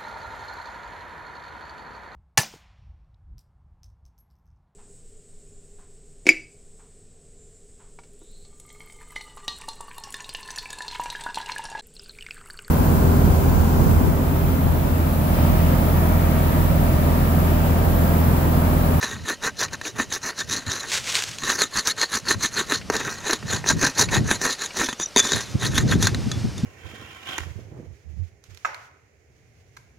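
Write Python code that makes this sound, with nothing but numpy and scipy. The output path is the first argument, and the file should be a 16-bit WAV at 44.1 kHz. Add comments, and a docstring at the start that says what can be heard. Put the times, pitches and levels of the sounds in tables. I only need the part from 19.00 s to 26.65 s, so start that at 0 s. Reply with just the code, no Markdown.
"""Outdoors, at a glass solar panel: a steel putty knife scrapes off flaking epoxy near a microphone.
Each stroke is a swarm of tiny fractures that excites modes of blade and panel; now and then the edge snags.
The blade sweeps loose flakes aside as shaped noise, chatters as decaying blows and squeaks as unsteady sines.
Filtered noise makes the wind that buffets the two microphone ports, the still air and the dry leaves."""
import sys
import numpy as np
from scipy import signal
from scipy.io import wavfile

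SR = 44100
rng = np.random.default_rng(int(sys.argv[2]) if len(sys.argv) > 2 else 0)


def dump_mix(stems):
    """Bounce the given channels to the path in sys.argv[1] as a 16-bit WAV at rate SR."""
    frames = np.atleast_2d(stems).T  # one column per channel
    limited = np.clip(frames, -1, 1)  # hard clip at full scale
    pcm = np.round(limited * 32767).astype(np.int16)
    wavfile.write(sys.argv[1], SR, pcm)


N = 337365
TIME = np.arange(N) / SR


# free ringing of the blade, which rises when the grip loosens: (time [s], level re blade force [dB])
LOOSE_GRIP = [(0, -21), (5.8, -26), (5.89, -3), (6.2, 0), (6.3, -9), (6.7, -18), (7.3, -4)]
# modes of the blade when it is held lightly: (frequency [Hz], width [Hz], relative level [dB])
FREE_MODES = [(2510, 370, -15), (3530, 33, 0.5), (3750, 120, -11.5), (4660, 120, -6.5), (5000, 240, -19),
              (5750, 19, -14), (6300, 110, 1.5), (7070, 60, -10), (9130, 140, -14.5), (10570, 190, -29),
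              (14440, 110, -29)]


def scraping(blade_db=0, panel_db=0, ring_db=0, deep=0.58):
    """Forced vibration: fractures and snags drive the blade; the deeper breaks also push the panel."""
    (edge, body), (bend_hz, twist_hz) = hand()
    times, edge_db, body_db = knocks(edge, body).T
    fine = fractures(per_s=2400, spread_db=3.0, hiss=0.55, clump_db=4, clump_rate=150)
    coarse = fractures(per_s=900, spread_db=3.5, hiss=0.62, clump_db=6.5, clump_rate=110)

    on_edge = edge * fine + blows(times, edge_db, crumble_s=0.003, crumble=0.4)
    on_glass = body * unit(deep * coarse + (1 - deep) * fine)
    on_glass += blows(times, body_db, crumble_s=0.0055, crumble=0.066)
    on_free = edge * fine + blows(times, edge_db, crumble_s=0.0054, crumble=0.05)
    on_free *= amp(along(LOOSE_GRIP))

    steel = blade(on_edge, twist_hz * (1 + 0.045 * wander(45)))
    glass = panel(on_glass, bend_hz * (1 + 0.0069 * wander(27)))
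    free = ring(on_free, FREE_MODES)
    return amp(blade_db) * steel + amp(panel_db) * glass + amp(ring_db) * free


PUSH, PULL = 1, -1
# quick strokes, back and forth:
# (time of full speed [s], level [dB], length between the -20 dB points [s], direction)
STROKES = [(0.302, -24.5, .106, PULL), (0.465, -23, 0.082, PUSH), (0.627, -26.5, 0.11, PULL),
           (0.739, -31.5, 0.058, PUSH), (0.872, -31, 0.089, PULL), (1.012, -26.5, 0.099, PUSH),
           (1.146, -26, 0.089, PULL), (1.277, -25.5, 0.11, PUSH), (1.407, -28.3, 0.086, PULL),
           (2.506, -22.5, 0.19, PUSH), (2.622, -21.5, 0.1, PULL), (2.779, -24, 0.12, PUSH),
           (2.891, -22.5, 0.085, PULL), (3.024, -22.5, .1, PUSH), (3.154, -22.5, 0.1, PULL),
           (3.31, -19, 0.095, PUSH), (3.445, -23, 0.1, PULL), (3.589, -22.5, 0.12, PUSH),
           (3.733, -24, 0.12, PULL), (4.305, -24, 0.15, PULL), (4.539, -25, 0.14, PUSH),
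           (4.703, -21, 0.091, PULL), (4.852, -21, .13, PUSH), (5.013, -20, 0.095, PULL),
           (5.158, -21.6, 0.11, PUSH), (5.321, -25, 0.13, PULL), (5.455, -21, 0.089, PUSH),
           (5.512, -24.6, 0.1, PULL), (5.636, -28.5, 0.11, PULL), (5.811, -23.5, 0.13, PUSH),
           (5.887, -32, 0.11, PULL), (6.022, -36.5, 0.071, PULL), (6.193, -23.5, 0.061, PUSH),
           (6.362, -27, 0.13, PUSH), (6.653, -22, 0.099, PUSH), (6.781, -27, 0.13, PULL),
           (6.923, -24, 0.087, PUSH), (7.052, -26.7, 0.12, PULL)]
# the blade is put down and slides to a stop: (time [s], level [dB], fall to -20 dB [s])
SLIDES = [(0.033, -29, 0.18), (1.516, -28.5, 0.13), (1.688, -31, 0.31), (3.939, -30, 0.37),
          (6.249, -27.5, 0.25)]
# how deeply the edge bites: (time [s], level of the panel over the blade [dB])
BITE = [(0, 1.5), (1.8, -2), (3.3, -4.5), (3.7, -2), (3.98, 5), (4.4, -0.5), (5.9, -2.5), (6.3, -6),
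        (6.7, -2)]
# twisting mode of the blade, set by the part of the edge that touches: (time [s], unshifted frequency [Hz])
TWIST = [(0, 4030), (1.7, 3980), (2.7, 4190), (3.7, 4220), (4.1, 3760), (4.8, 4100), (5.55, 4050),
         (6, 3620), (7.1, 3930)]
BEND_HZ = 1789  # bending mode of the blade under the hand, before each stroke shifts it
RISE_SHARE, SLIDE_RISE_S = .55, .04  # share of a stroke spent speeding up; rise of a slide
DIG_DB = 1.5  # a push digs in and favours the panel over the blade, a pull skims


def hand(climb=0.024, ease=0.042, press=0.0068, stray=.005):
    """Contact stiffness: blade pitches climb along a stroke, as the pressure eases, and on a push."""
    moves = [(s, db, RISE_SHARE * length, (1 - RISE_SHARE) * length, way) for s, db, length, way in STROKES]
    moves += [(s, db, SLIDE_RISE_S, fall, 0) for s, db, fall in SLIDES]
    power, stiffer, weight = np.zeros((2, N)), np.zeros(N), np.zeros(N)
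    for s, db, rise, fall, way in moves:
        speed = swell(s, rise, fall, shape=1.675)
        on = speed > 0
        speed = speed[on]
        travel = np.tanh((TIME[on] - s) / fall)
        bite_db = along(BITE, TIME[on]) + way * DIG_DB
        levels = amp([db - bite_db / 2, db + bite_db / 2])  # blade, panel
        power[:, on] += (levels * speed) ** 2
        shift = climb * travel + ease * (.5 - speed) + press * way + stray * rng.standard_normal()
        stiffer[on] += speed * shift
        weight[on] += speed
    stiffer /= weight + 1e-12  # overlapping moves share the shift by their speeds
    bend_hz = BEND_HZ * (1 + stiffer)
    twist_hz = along(TWIST) * (1 + stiffer / 2)
    return np.sqrt(power), (bend_hz, twist_hz)


def fractures(per_s, spread_db, hiss, clump_db, clump_rate):
    """Brittle fracture: tiny uneven breaks over smooth friction, clumped by stick and slip."""
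    sizes = amp(spread_db * np.minimum(rng.exponential(1, N), 4)) * rng.choice([-1, 1], N)
    breaks = unit(sizes * (rng.random(N) < per_s / SR))
    friction = hiss * rng.standard_normal(N)
    clumps = amp(clump_db * np.tanh(wander(clump_rate)))
    return unit((breaks + friction) * clumps)


# the edge snags hard or lands: (time [s], blade level [dB], panel level [dB])
SNAGS = [(.0287, -39, -20.5), (.8134, -34, -29), (.9991, -40, -16), (1.124, -24.5, -32),
         (1.717, -23.5, -29), (2.4356, -26, -26), (2.6182, -11.5, -18.5), (2.8723, -15, -26),
         (3.0139, -16.9, -31), (3.7212, -19, -14.5), (3.9, -25.5, -17), (3.9654, -24, -42),
         (4.3085, -20.5, -25.5), (4.3321, -15.5, -21), (4.4273, -53, -33.5), (4.642, -49, -28),
         (4.662, -35, -26.5), (4.688, -15, -28), (4.7119, -21, -23), (4.994, -17.5, -21.5),
         (5.3128, -13.5, -16), (5.415, -25, -23.5), (5.7882, -24, -38), (5.8873, -30, -22),
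         (5.9282, -28.5, -29), (5.9985, -26.5, -30), (6.272, -28, -29), (6.319, -20, -21.5),
         (6.7792, -14, -15), (6.7838, -15.5, -22), (7.026, -14, -22), (7.0705, -10.5, -17.5),
         (7.1462, -26.5, -24.5), (7.3155, -25.5, -30.5), (7.58, -32, -52)]


def knocks(edge, body, count=120, catch_db=-3.0, spread_db=7.0):
    """Impulsive excitation: hard snags, the chatter, and chance catches that follow the stroke level."""
    at = rng.integers(0, N, count)
    stroke_db = 20 * np.log10(np.transpose([edge[at], body[at]]) + 1e-9)
    levels_db = stroke_db + catch_db + spread_db * np.tanh(rng.standard_normal((count, 2)))
    catches = np.column_stack([at / SR, levels_db])
    return np.vstack([SNAGS, chatter(), catches])  # rows: time [s], blade [dB], panel [dB]


# the blade is set down: first contact [s], first gap [s], each gap re the last
CHATTER_S, BOUNCE_GAP_S, BOUNCE_SHRINK = 6.1618, .0095, .88
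# first levels, and loss per bounce [dB]
CHATTER_BLADE_DB, CHATTER_PANEL_DB, BLADE_LOSS_DB, PANEL_LOSS_DB = -14.5, -19, 0.5, 4.5


def chatter(count=6):
    """Inelastic rebound: the springy blade bounces ever faster and weaker."""
    k = np.arange(count)
    gaps = BOUNCE_GAP_S * BOUNCE_SHRINK ** k
    times = CHATTER_S + np.cumsum(gaps) - gaps
    blade_levels = CHATTER_BLADE_DB - BLADE_LOSS_DB * k
    panel_levels = CHATTER_PANEL_DB - PANEL_LOSS_DB * k
    return np.transpose([times, blade_levels, panel_levels])


# upper resonances of the blade pressed on the glass:
# (frequency [Hz], width [Hz], level [dB], gain at full lean [dB])
PRESSED_MODES = [(4140, 580, -7.5, 0.5), (6027, 600, -3, 2.5), (6755, 730, -9, 5), (6920, 97, -9.5, 7),
                 (9670, 220, -23.5, 5), (10940, 340, -14, -0.5)]
# spectrum of the bare crack: (frequency [Hz], relative density [dB per Hz])
CRACK_SPECTRUM = [(900, -30), (2200, 11.5), (3100, -29), (4200, 5.5), (5200, -1), (6800, 11.5),
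                  (7800, -3.5), (11500, -5), (12500, -8), (13200, -12), (15800, -19)]


def blade(force, twist_hz, twist_width_hz=210, twist_db=-6, upper_db=-3.0, crack_db=-8, shift_db=3):
    """Modal response: the bare crack plus the damped modes of the steel."""
    twist = resonate(force * amp(shift_db * np.tanh(wander(60))), twist_hz, twist_width_hz)
    upper = shifting(force, PRESSED_MODES, shift_db=4.5, rate=35)
    steel = passed(amp(twist_db) * twist + amp(upper_db) * upper, 2, 2600, "high")
    return steel + amp(crack_db) * colour(force, CRACK_SPECTRUM)


# resonances of the laminated glass: (frequency [Hz], width [Hz], level [dB], gain at full lean [dB])
PANEL_MODES = [(248, 83, -7.5, 3.5), (387, 110, -8.5, 5.5), (1010, 170, -12.5, 8), (1229, 86, -8, -1),
               (1585, 106, -8.5, 4), (2592, 105, -18.5, 10.5)]
# spectrum of the thud of the glass: (frequency [Hz], relative density [dB per Hz])
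GLASS_SPECTRUM = [(60, -13.5), (130, -4.5), (220, -2), (450, 1), (720, -8.5), (1100, 14), (1700, 1),
                  (2200, -5), (2700, 6), (3600, -33), (8000, -23.5)]


def panel(force, bend_hz, bend_width_hz=95, bend_db=-5.5, modes_db=-4, thud_db=-5):
    """Plate modes: the laminated glass thuds briefly; the bending blade adds a nasal peak."""
    bend = passed(resonate(force, bend_hz, bend_width_hz), 1, [1100, 2800], "band")
    modes = shifting(force, PANEL_MODES, shift_db=4, rate=20)
    thud = colour(force, GLASS_SPECTRUM)
    return amp(bend_db) * bend + amp(modes_db) * modes + amp(thud_db) * thud


# how hard the hand leans on the blade: (time [s], lean [0-1])
LEAN = [(0, 0.48), (1.8, 0.57), (2.5, 0.28), (3.6, 0), (4.0, 0.97), (5.5, 0.95), (6.2, 0.86), (7.1, 0.4)]


def shifting(force, modes, shift_db, rate):
    """Modal coupling: each mode's share of the force changes with contact point and lean."""
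    lean, out = along(LEAN), np.zeros(N)
    for k, (hz, width, db, lean_db) in enumerate(modes):
        share = amp(db + lean_db * lean + shift_db * np.tanh(wander(rate)))
        out += (-1) ** k * ring(force * share, [(hz, width, 0)])
    return out


# the weight of the hand comes down on the panel: (time [s], level [dB])
THUMPS = [(.03, -35), (3.9, -19.5), (5.9982, -27.5), (6.162, -17), (6.251, -27)]


def thumps(count=3):
    """Impact response: putting the blade down shoves the panel, which answers in its lowest modes."""
    lowest = [(hz, width, db) for hz, width, db, _ in PANEL_MODES[:count]]
    return ring(blows(*np.transpose(THUMPS), crumble_s=0.011, crumble=0.096), lowest)


# the corner of the blade squeaks as it lifts:
# (frequency [Hz], level before flutter [dB], time of peak [s], rise from -20 dB [s], fall to -20 dB [s])
SQUEAK = [(5910, -31, 6.032, 0.042, 0.053), (6740, -32, 6.032, 0.042, 0.027),
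          (3750, -43, 6.03, 0.037, 0.057)]


def squeak(waver=0.0022, flutter_db=5.0):
    """Self-excited vibration: stick and slip locks onto a few modes of the blade."""
    out = np.zeros(N)
    for hz, db, s, rise, fall in SQUEAK:
        turns = np.cumsum(hz * (1 + waver * wander(170))) / SR
        level = np.sqrt(2) * amp(db + flutter_db * wander(180)) * swell(s, rise, fall)
        out += level * np.sin(2 * np.pi * turns)
    return out


# the blade leaves the glass and rings on: (time [s], peak level [dB], frequency [Hz])
PINGS = [(5.887, -31, 3520), (6.201, -19, 3480), (7.3155, -32.5, 3440)]


def pings(t60=0.17):
    """Free decay: with nothing to damp it, the lowest strong mode of the steel sings briefly."""
    out, t = np.zeros(N), TIME[:SR // 3]
    for s, db, hz in PINGS:
        add(out, s, amp(db - 60 * t / t60) * np.sin(2 * np.pi * hz * t))
    return out


# the flat blade pushes loose flakes: (time [s], level [dB], rise from -20 dB [s], fall to -20 dB [s])
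SWEEPS = [(1.955, -23.5, 0.083, 0.094), (2.076, -27, 0.061, 0.12), (2.16, -21.5, 0.059, 0.07),
          (2.236, -32.5, 0.05, 0.19)]
# single flakes crack under the flat blade: (time [s], level [dB])
FLAKE_CRACKS = [(1.918, -26), (2.1537, -17), (2.2227, -24), (2.238, -24), (2.385, -30.5)]
# spectrum of the flakes: (frequency [Hz], relative density [dB per Hz])
FLAKE_SPECTRUM = [(120, -63), (200, -27), (393, -10.5), (439, -8), (633, -9.5), (706, -10.5), (1180, -5.5),
                  (1340, -4), (1440, -2.5), (4010, -1.5), (4900, -4), (6570, -1.5), (15800, -29)]


def sweeping(level_db=0):
    """Granular noise: loose flakes rustle and crack under the flat blade without ringing it."""
    level = np.sqrt(sum((amp(db) * swell(s, rise, fall)) ** 2 for s, db, rise, fall in SWEEPS))
    rustle = fractures(per_s=5600, spread_db=4.0, hiss=0.85, clump_db=3.5, clump_rate=130)
    cracks = blows(*np.transpose(FLAKE_CRACKS), crumble_s=0.0019, crumble=1.0)
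    return amp(level_db) * colour(level * rustle + cracks, FLAKE_SPECTRUM)


# loose chips skitter between strokes: (time [s], level [dB])
CHIPS = [(0.682, -35.5), (0.85, -30), (2.073, -27), (3.813, -35), (5.087, -26), (5.706, -35.5)]
# their short ring: (frequency [Hz], width [Hz], relative level [dB])
CHIP_MODES = [(2320, 450, 2.5), (2850, 360, -1), (4540, 580, -6)]


def chips():
    """Impact ringing: hard bits of epoxy are flicked across the glass."""
    return ring(blows(*np.transpose(CHIPS), crumble_s=0.0065, crumble=0.66), CHIP_MODES)


def surroundings(x, level_db=-28, t60=0.019):
    """Diffuse scattering: faint returns from the can, the frame and the ground, different at each port."""
    t = TIME[:SR // 6]
    taps = rng.standard_normal((2, len(t))) * amp(-60 * t / t60) * (t > .002)
    return x + amp(level_db) * signal.oaconvolve(x[None], taps / np.linalg.norm(taps[0]), axes=1)[:, :N]


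# gusts on the microphone: (time [s], level before gust_db [dB], length between the -20 dB points [s])
GUSTS = [(0.137, -39, .4), (1.0, -43, 0.63), (1.483, -41.5, .28), (2.0, -46.5, 0.68), (3.37, -39, 0.27),
         (3.953, -37.5, 0.86), (4.53, -32, .3), (4.746, -25.5, .24), (5.017, -27.5, 0.11),
         (5.174, -22, 0.39), (6.36, -25, 0.1), (6.907, -19.5, 0.92), (7.39, -27, 1.0)]
# single buffets: (time [s], level [dB])
BUFFETS = [(.23, -37.5), (1.681, -33.5), (3.369, -32), (4.447, -33), (4.766, -23), (5.218, -23.5),
           (6.555, -18.5), (6.864, -18.5), (6.957, -17.5), (7.274, -23.5), (7.452, -21), (7.64, -20.5)]
# spectrum of the wind: (frequency [Hz], relative density [dB per Hz])
WIND_SPECTRUM = [(20, -32), (50, -5), (105, 3.5), (200, -4.5), (300, -11), (450, -21.5), (800, -33),
                 (2000, -54), (8000, -67)]
LULL_DB, LULL_SWING_DB = -52.5, 7.5  # light air between gusts, before gust_db, and its slow swing
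# a stronger eddy is faster and shorter: centre at EDDY_DB, dB per octave of centre, length in cycles
EDDY_HZ, EDDY_DB, EDDY_DB_PER_OCTAVE, EDDY_CYCLES = 95.4, -34, 13.5, 6.5


def wind(gust_db=0.5, lumps_db=3, flutter_db=-1.0, flutter_swing_db=7, flutter_hz=480):
    """Turbulent pressure: lumpy gusts, a flutter in strong ones, and buffets; each port has its own rumble."""
    both, left, right = (colour(rng.standard_normal(N), WIND_SPECTRUM) for _ in range(3))
    shared = passed(both, 1, 110, "high")  # the deepest rumble is not shared
    flow = unit(.8 * shared + np.array([left, right]))

    lull = amp(LULL_DB + LULL_SWING_DB * np.tanh(wander(6.4)))
    gusts = sum((amp(db) * swell(s, length / 2, length / 2)) ** 2 for s, db, length in GUSTS)
    level = np.sqrt(lull ** 2 + gusts)
    out = unit(flow * amp(lumps_db * np.tanh(wander(40)))) * level * amp(gust_db)

    flutter = passed(flow, 2, octave(flutter_hz), "band")
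    flutter = unit(flutter * amp(flutter_swing_db * np.tanh(wander(45))))
    out = out + amp(flutter_db) * level ** 2 * flutter  # squared: heard only in strong gusts

    for s, db in BUFFETS:
        hz = EDDY_HZ * 2 ** ((db - EDDY_DB) / EDDY_DB_PER_OCTAVE)
        length = EDDY_CYCLES / hz
        count, start = int(length * SR), rng.integers(N // 2)
        eddy = passed(flow[:, start:start + count], 1, octave(hz), "band")
        eddy = amp(db) * unit(eddy * np.hanning(count))
        for port, sound in zip(out, eddy):
            add(port, s - length / 2, sound)
    return out


# spectrum of the still air: (frequency [Hz], relative density [dB per Hz])
AIR_SPECTRUM = [(25, -10), (100, 6), (250, 6), (600, 15.5), (1500, -19), (3000, 11), (6500, -83),
                (9000, -3), (15800, -21)]
# breeze in dry leaves: (time [s], level before a small random wander [dB])
BREEZE = [(0, -53), (3.5, -47.5), (5, -44), (6.1, -44.5), (6.8, -43), (7.3, -40), (7.65, -42.5)]
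# spectrum of the leaves: (frequency [Hz], relative density [dB per Hz])
LEAF_SPECTRUM = [(350, -2.5), (600, -2), (1220, -2.5), (2560, -4.5), (2900, -7), (5580, -4), (12200, -23.5),
                 (15800, -36)]


def yard(air_db=-53):
    """Broadband ambience: still outdoor air and the even hiss of a breeze rising in distant dry leaves."""
    air = np.array([colour(rng.standard_normal(N), AIR_SPECTRUM) for _ in range(2)])
    air = unit(air + 0.77 * air[::-1])  # the ports partly share the air
    leaves = colour(rng.standard_normal(N), LEAF_SPECTRUM)
    return amp(air_db) * air + leaves * amp(along(BREEZE) + wander(25))


def blows(times, levels_db, crumble_s, crumble):
    """Impulse and decay: a sharp break and a brief crumbling; the level is the rms over 5 ms."""
    out, t = np.zeros(N), TIME[:SR // 40]
    for s, db in zip(times, levels_db):
        force = crumble * rng.standard_normal(len(t)) * np.exp(-t / crumble_s)
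        force[0] += 1
        add(out, s, amp(db) * force / np.linalg.norm(force) * np.sqrt(SR / 200))
    return out


def ring(x, modes):
    """Modal superposition: fixed modes at equal power; neighbours swing in opposite directions."""
    narrowest = min(width for _, width, _ in modes)
    t = TIME[:int(np.log(1000) / np.pi * SR / narrowest)]  # until the slowest mode is 60 dB down
    taps = np.zeros(len(t))
    for k, (hz, width, db) in enumerate(modes):
        decay = width * np.exp(-np.pi * width * t)
        taps += (-1) ** k * amp(db) * decay * np.sin(2 * np.pi * hz * t)
    return signal.oaconvolve(x, taps / np.linalg.norm(taps))[:len(x)]


def resonate(x, hz, width):
    """Damped resonance: follows the curve hz at equal power, by shifting it to 0 Hz and back."""
    turn = np.exp(2j * np.pi * np.cumsum(hz) / SR)
    r = np.exp(-np.pi * width / SR)
    smooth = signal.lfilter([1], [1, -r], x / turn + 1e-18)
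    return np.sqrt(2 * (1 - r * r)) * (turn * smooth).imag


def swell(s, rise, fall, shape=1.6):
    """Envelope of motion: up to 1 at time s, 20 dB down at the rise time before and fall time after."""
    out = np.zeros(N)
    near = slice(max(int((s - 3 * rise) * SR), 0), int((s + 3 * fall) * SR))
    distance = np.maximum((s - TIME[near]) / rise, (TIME[near] - s) / fall)
    out[near] = amp(-20 * distance ** shape)
    return out


def wander(rate):
    """Slow random modulation of rms 1, with rate random knots a second."""
    knots = rng.standard_normal(N // 32)
    return unit(np.interp(TIME * rate, np.arange(len(knots)), knots))


def along(curve, s=TIME):
    """Linear interpolation: reads a control curve at the times s."""
    return np.interp(s, *np.transpose(curve))


def colour(x, spectrum):
    """Linear filtering: gives a sound the spectrum at equal power."""
    return signal.oaconvolve(x, causal(spectrum))[:len(x)]


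def causal(spectrum, size=4096):
    """Minimum phase: an impulse response of energy 1 with the given spectrum."""
    hz, db = np.transpose(spectrum)
    f = abs(np.fft.fftfreq(size, 1 / SR))
    log_gain = np.log(amp(np.interp(np.log(f + 1), np.log(hz), db)))
    taps = np.fft.ifft(np.exp(np.conj(signal.hilbert(log_gain)))).real[:size // 2]
    return taps / np.linalg.norm(taps)


def passed(x, order, hz, kind):
    """Frequency selection: a Butterworth filter."""
    return signal.sosfilt(signal.butter(order, hz, kind, fs=SR, output="sos"), x)


def octave(hz):
    """Octave band: its edges around the centre hz."""
    return [hz / np.sqrt(2), hz * np.sqrt(2)]


def amp(db):
    """Decibel law: level to amplitude."""
    return 10 ** (np.asarray(db) / 20)


def unit(x):
    """Power normalization: scales to rms 1."""
    return x / np.sqrt(np.mean(x ** 2) + 1e-20)


def add(mix, s, sound):
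    """Superposition: mixes a sound in at time s."""
    part = mix[max(round(s * SR), 0):][:len(sound)]
    part += sound[:len(part)]


def scene():
    """Superposition: the work is straight ahead, so its direct sound reaches both ports alike."""
    work = scraping() + thumps() + squeak() + pings() + sweeping() + chips()
    return surroundings(work) + wind() + yard()


EDGE_HZ = 15900  # upper band limit


def record(dry, ceiling=1.1):
    """Saturation and band limiting: soft overload on the sharpest peaks, then a low-pass."""
    soft = ceiling * np.tanh(dry / ceiling)
    low_pass = signal.firwin(511, EDGE_HZ, window=("kaiser", 9), fs=SR)
    return signal.oaconvolve(soft, low_pass[None], "same")


dry = scene()
out = record(dry)
dump_mix(out)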